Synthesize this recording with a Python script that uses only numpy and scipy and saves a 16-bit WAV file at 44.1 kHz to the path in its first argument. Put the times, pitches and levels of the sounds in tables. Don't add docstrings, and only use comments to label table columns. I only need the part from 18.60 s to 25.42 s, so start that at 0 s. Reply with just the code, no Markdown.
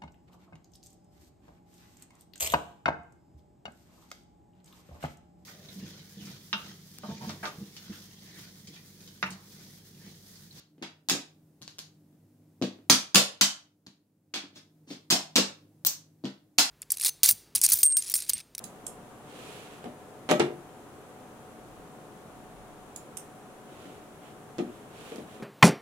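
import sys
import numpy as np
from scipy import signal
from scipy.fft import rfft, irfft
from scipy.io import wavfile
from scipy.ndimage import uniform_filter1d

SR = 44100
rng = np.random.default_rng(int(sys.argv[2]) if len(sys.argv) > 2 else 0)


def bounce(signal):
    frames = np.transpose(np.atleast_2d(signal))
    limited = np.clip(frames, -1, 1)
    pcm = np.round(limited * 32767).astype(np.int16)
    wavfile.write(sys.argv[1], SR, pcm)


N = 300938


def amp(db):
    return 10 ** (np.asarray(db) / 20)


def unit_rms(x):
    return x / np.sqrt(np.mean(x ** 2) + 1e-20)


def unit_hit(x):
    return unit_rms(x) * np.sqrt(0.01 * SR / x.shape[-1])


def curve_at(points, hz):
    point_hz, value = np.transpose(points)
    return np.interp(np.log(hz + 1), np.log(point_hz), value)


def add(mix, start_s, sound):
    part = mix[..., max(round(start_s * SR), 0):][..., :sound.shape[-1]]
    part += sound[..., :part.shape[-1]]


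def colour(x, spectrum, size=4096):
    log_gain = np.log(amp(curve_at(spectrum, abs(np.fft.fftfreq(size, 1 / SR)))))
    response = np.exp(np.conj(signal.hilbert(log_gain)))
    taps = np.fft.ifft(response).real[:size // 2]
    return signal.fftconvolve(x, taps[None], axes=1)[:, :x.shape[1]]


def arches(rows):
    t = np.arange(N) / SR
    return [(np.sin(np.pi * np.clip((t - start) / length, 0, 1)).clip(0), db)
            for start, length, db in rows]


def diffuse(size):
    # frequency in Hz, correlation of left and right.
    likeness = [(30, -0.05), (130, 0.97), (290, 0.82), (640, 0.82), (1400, 0.31), (2600, 0), (16000, 0)]
    hz = np.fft.rfftfreq(size, 1 / SR)
    left, unrelated = np.exp(2j * np.pi * rng.random((2, len(hz))))
    shared = np.clip(curve_at(likeness, hz), -1, 1)
    right = shared * left + np.sqrt(1 - shared ** 2) * unrelated
    return unit_rms(irfft(np.array([left, right]), size))


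def rumble(floor_db=-78):
    # frequency in Hz, gain in dB.
    rumble_eq = [(15, -22), (30, -10), (42, -4), (60, -12), (120, -48), (400, -68)]
    # start in seconds, length in seconds, peak level in dB.
    swells = [(.2, .45, -67), (2.95, .35, -64), (3.6, 0.86, -62)]
    level = amp(floor_db) + sum(amp(db) * arch for arch, db in arches(swells))
    return unit_rms(colour(diffuse(N), rumble_eq, size=16384)) * level


def fan(air_db=-49, waver_hz=5, left_db=0.3, right_db=-0.97):
    # frequency in Hz, gain in dB.
    air_eq = [(25, -13.5), (70, -10), (140, -1), (230, -3), (330, -3.5), (420, -3), (750, -6.5),
              (950, -8.5), (1300, -11), (2000, -19.5), (3200, -23), (4900, -30), (6800, -26),
              (10400, -26.5), (16000, -36.5)]
    # pitch in Hz, level in dB.
    tones = [(226, -63), (296, -65), (420, -63), (737.5, -60), (10492, -100)]
    out = amp(air_db) * unit_rms(colour(diffuse(N), air_eq))
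    for hz, db in tones:
        drift = waver_hz * unit_rms(uniform_filter1d(rng.standard_normal(N), size=2000))
        out += amp(db) * np.sqrt(2) * np.sin(2 * np.pi * np.cumsum(hz + drift) / SR)
    return out * amp([[left_db], [right_db]])


def reverb_tail(build_s=0.0057, size=26000):
    # frequency in Hz, seconds to fall 60 dB.
    decay_times = [(100, 0.15), (300, 0.39), (1000, 0.3), (3000, 0.26), (8000, 0.21), (15000, 0.24)]
    hz, t, bands = signal.stft(diffuse(size), SR, nperseg=256)
    decay = amp(-60 * t / curve_at(decay_times, hz)[:, None])
    tail = signal.istft(bands * decay, SR, nperseg=256)[1]
    tail *= 1 - np.exp(-(np.arange(tail.shape[1]) / SR / build_s) ** 2)
    return tail / np.linalg.norm(tail[0])


def room(dry, echo_db, wet_db=-6, tails=3, crossfade_hz=23):
    # delay in seconds, left gain, right gain.
    echoes = [(0.011, .22, 0.12), (0.0053, 0.11, .16), (0.0119, 0.22, 0.2), (0.0118, 0.27, 0.11)]
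    out = dry.copy()
    for delay, left, right in echoes:
        add(out, delay, amp(echo_db) * np.array([[left], [right]]) * dry[1])
    turns = crossfade_hz * np.arange(N) / SR
    for k in range(tails):
        send = np.sqrt(2 / tails) * np.cos(np.pi * (turns + k / tails))
        out += amp(wet_db) * signal.fftconvolve(dry[1:] * send, reverb_tail(), axes=1)[:, :N]
    return out


def from_the_right(x, lag_s=0.00019):
    # frequency in Hz, left minus right in dB.
    shadow = [(100, -1.5), (380, 2.5), (1200, 0.5), (2400, -4), (4400, -4), (15000, -2)]
    hz = np.fft.rfftfreq(N, 1 / SR)
    balance = amp(curve_at(shadow, hz) / 2)
    left = balance * np.exp(-2j * np.pi * hz * lag_s)
    return irfft(rfft(x) * np.array([left, 1 / balance]), N)


def slide(speed_power=0.97, grain_db=1.0, fizz_db=-5, fizz_growth=1.5, brisk_db=-54):
    # start in seconds, length in seconds, rub level at full speed in dB.
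    strokes = [(.6, .62, -49.5), (1.09, 0.27, -58), (5.02, 0.45, -55.5), (5.59, 0.16, -57.5),
               (6.02, 0.28, -60), (6.26, 0.44, -51), (6.66, 0.16, -54.5)]
    # frequency in Hz, gain in dB.
    rub_eq = [(60, -14), (150, 1), (300, 9), (460, 13.5), (650, 1), (1400, 3), (2200, 0), (3100, 0.5),
              (3800, -4.5), (4800, -19), (8000, -17), (16000, -25)]
    fizz_eq = [(1000, -25), (2500, 9), (4000, 5), (5200, 0), (7500, 2), (10000, -0.5), (12500, -6.5),
               (16000, -12)]
    rub_level = sum(amp(db) * speed ** speed_power for speed, db in arches(strokes))
    fizz_level = amp(brisk_db + fizz_db) * (rub_level / amp(brisk_db)) ** fizz_growth
    grain = amp(grain_db * unit_rms(uniform_filter1d(rng.standard_normal(N), size=120)))
    rub = unit_rms(colour(diffuse(N) * grain, rub_eq))
    fizz = unit_rms(colour(diffuse(N) * grain, fizz_eq))
    return rub * rub_level + fizz * fizz_level


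def burst(t60, scatter, rightward_db=0, size=8192):
    t = np.arange(size) / SR
    shudder = unit_hit(diffuse(size) * amp(-60 * t / t60))
    impulse = (t == 0) * amp([[-rightward_db], [0]])
    return unit_hit(impulse) + scatter * shudder


def softened(spectrum, corner_hz):
    return [(hz, db - 10 * np.log10(1 + (hz / corner_hz) ** 4)) for hz, db in spectrum]


def touches(rebounds=5, gap_s=0.0028, unevenness=0.3, rebound_db=-4):
    # start in seconds, strength in dB, hardness as a corner in Hz, tick strength in dB,
    # tick corner in Hz, seconds for the rattle to fall 20 dB and stop (zero or less: no rattle).
    landings = [(1.2417, -39, 630, -54, 11000, -0.03), (1.258, -37.5, 430, -63.5, 9000, -0.2),
                (1.69, -31.5, 1720, -37.5, 6000, 0.55), (1.6976, -31, 1400, -37, 8000, -0.08),
                (1.7055, -24.5, 795, -35, 12000, -0.04), (1.7124, -18, 930, -25, 16000, 0),
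                (1.7176, -22.5, 930, -36, 12000, -0.28), (1.797, -24.5, 840, -27, 5950, -0.09),
                (1.8007, -20.5, 660, -42, 10000, -0.02), (1.8031, -21.5, 700, -50, 8000, 0.05),
                (5.255, -42, 380, -72, 8000, -0.6), (5.9834, -36.5, 670, -43, 5000, .005),
                (5.989, -27.5, 386, -51, 2580, 0.04), (6.52, -36, 470, -63, 6000, -0.1),
                (6.5594, -44, 398, -45.5, 16000, .002), (6.582, -36.5, 350, -75, 8000, -0.1),
                (6.799, -42, 414, -74, 8000, -0.1)]
    for start, db, hard_hz, tick_db, tick_hz, rattle_s in landings:
        yield start, 1, db, hard_hz, tick_db, tick_hz
        delays = np.cumsum(gap_s * np.exp(unevenness * rng.standard_normal(rebounds)))
        for delay, sign in zip(delays, rng.choice([-1, 1], rebounds)):
            if delay < rattle_s:
                fade_db = rebound_db - 20 * delay / rattle_s
                yield start + delay, sign, db + fade_db, hard_hz, tick_db + fade_db, tick_hz


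def knocks(ring_db=-5.5, ring_left_db=2.5, firm_hz=700, clack_db_per_octave=6.5, size=22050):
    # pitch in Hz, level in dB, seconds to fall 60 dB.
    desk = [(113.4, -25, 0.27), (144.2, -12.5, 0.44), (189.2, -4.5, 0.32), (240, 2.5, 0.27),
            (304.2, -3.5, 0.29), (352.5, -7, 0.39), (429, -8, 0.12), (611, 0.5, 0.27), (724, 2, 0.18),
            (881, -3, 0.14), (1284, -6, 0.38), (1780, -6, 0.28)]
    # frequency in Hz, gain in dB.
    thud_eq = [(30, -48), (80, -19), (150, -9.5), (250, 2.5), (450, 2), (780, -2.5), (1050, -10.5),
               (1600, -8), (4000, -49)]
    clack_eq = [(200, -84), (700, -12), (1250, 3.5), (1550, -2.5), (2200, 2), (2700, 0.5), (3900, -4),
                (4900, -17.5), (9000, -24), (16000, -57)]
    tick_eq = [(500, -64), (2500, -19), (4600, -1), (5700, -1), (8000, -0.5), (10500, -6), (12500, -9),
               (16000, -15)]
    out, t = np.zeros((2, N)), np.arange(size) / SR
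    attack = 1 - np.exp(-t / 0.0035)
    modes = [amp(-60 * t / t60) * np.sin(2 * np.pi * hz * t) * attack for hz, _, t60 in desk]
    mode_levels = [(hz, db) for hz, db, _ in desk]
    for start, sign, blow_db, hard_hz, tick_db, tick_hz in touches():
        ring = sum(amp(db) * mode for (_, db), mode in zip(softened(mode_levels, hard_hz), modes))
        thud = colour(burst(t60=0.074, scatter=(firm_hz / hard_hz) ** 2), softened(thud_eq, hard_hz))
        clack = colour(burst(t60=0.063, scatter=1.8, rightward_db=9), clack_eq)
        tick = colour(burst(t60=0.041, scatter=1.35, rightward_db=9), softened(tick_eq, tick_hz))
        clack_db = blow_db + clack_db_per_octave * np.log2(hard_hz / firm_hz)
        add(out, start, sign * amp(blow_db + ring_db) * unit_hit(ring) * amp([[ring_left_db], [0]]))
        for layer, db in ((thud, blow_db - 1), (clack, clack_db - 10.5), (tick, tick_db - 6)):
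            add(out, start, sign * amp(db) * unit_hit(layer))
    return out


def button(snaps, modes, chatter_t60=0.015, chatter=3.6, left_db=-6, right_db=2, size=2048):
    out, t = np.zeros((2, N)), np.arange(size) / SR
    ring = np.zeros(size)
    for k, (hz, width_hz, db) in enumerate(modes):
        envelope = amp(db) * np.sqrt(width_hz) * np.exp(-np.pi * width_hz * t)
        ring += (-1) ** k * envelope * np.sin(2 * np.pi * hz * t)
    for start, db, stop_delay, stop_db in snaps:
        for contact_s, contact_db in ((start, db), (start + stop_delay, db + stop_db)):
            snap = signal.fftconvolve(burst(chatter_t60, chatter), ring[None], axes=1)
            add(out, contact_s, amp(contact_db) * unit_hit(snap))
    return out * amp([[left_db], [right_db]])


def clicks():
    # start in seconds, strength in dB, delay of the second contact in seconds,
    # its level against the first in dB.
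    presses = [(0.0402, -37.5, 0.0028, -5.5), (4.3602, -40, 0.0021, 0)]
    releases = [(0.2657, -34, .0022, -2), (4.5702, -35.5, 0.0036, -1.1)]
    # pitch in Hz, bandwidth in Hz, level in dB.
    held_modes = [(2300, 1200, -14), (4000, 750, -6.5), (5260, 670, -6.5), (6600, 540, 2), (7400, 760, 3.5),
                  (10440, 610, 0.5), (12900, 1200, -8), (15000, 900, -7)]
    free_modes = [(3130, 910, -15), (5670, 1100, -9.5), (7480, 820, -3), (8660, 490, -0.5),
                  (10200, 1300, -2), (11330, 830, -7), (13600, 1000, -16), (15100, 800, -20)]
    return button(presses, held_modes) + button(releases, free_modes)


def scene():
    mouse = room(clicks(), echo_db=-5) * amp(-3) + room(knocks(), echo_db=-9) + slide()
    return from_the_right(mouse) + fan() + rumble()


def record(dry):
    lowpass = signal.firwin(401, 16000, window=("kaiser", 9), fs=SR)
    return signal.oaconvolve(dry, lowpass[None], "same")


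dry = scene()
out = record(dry)
bounce(out)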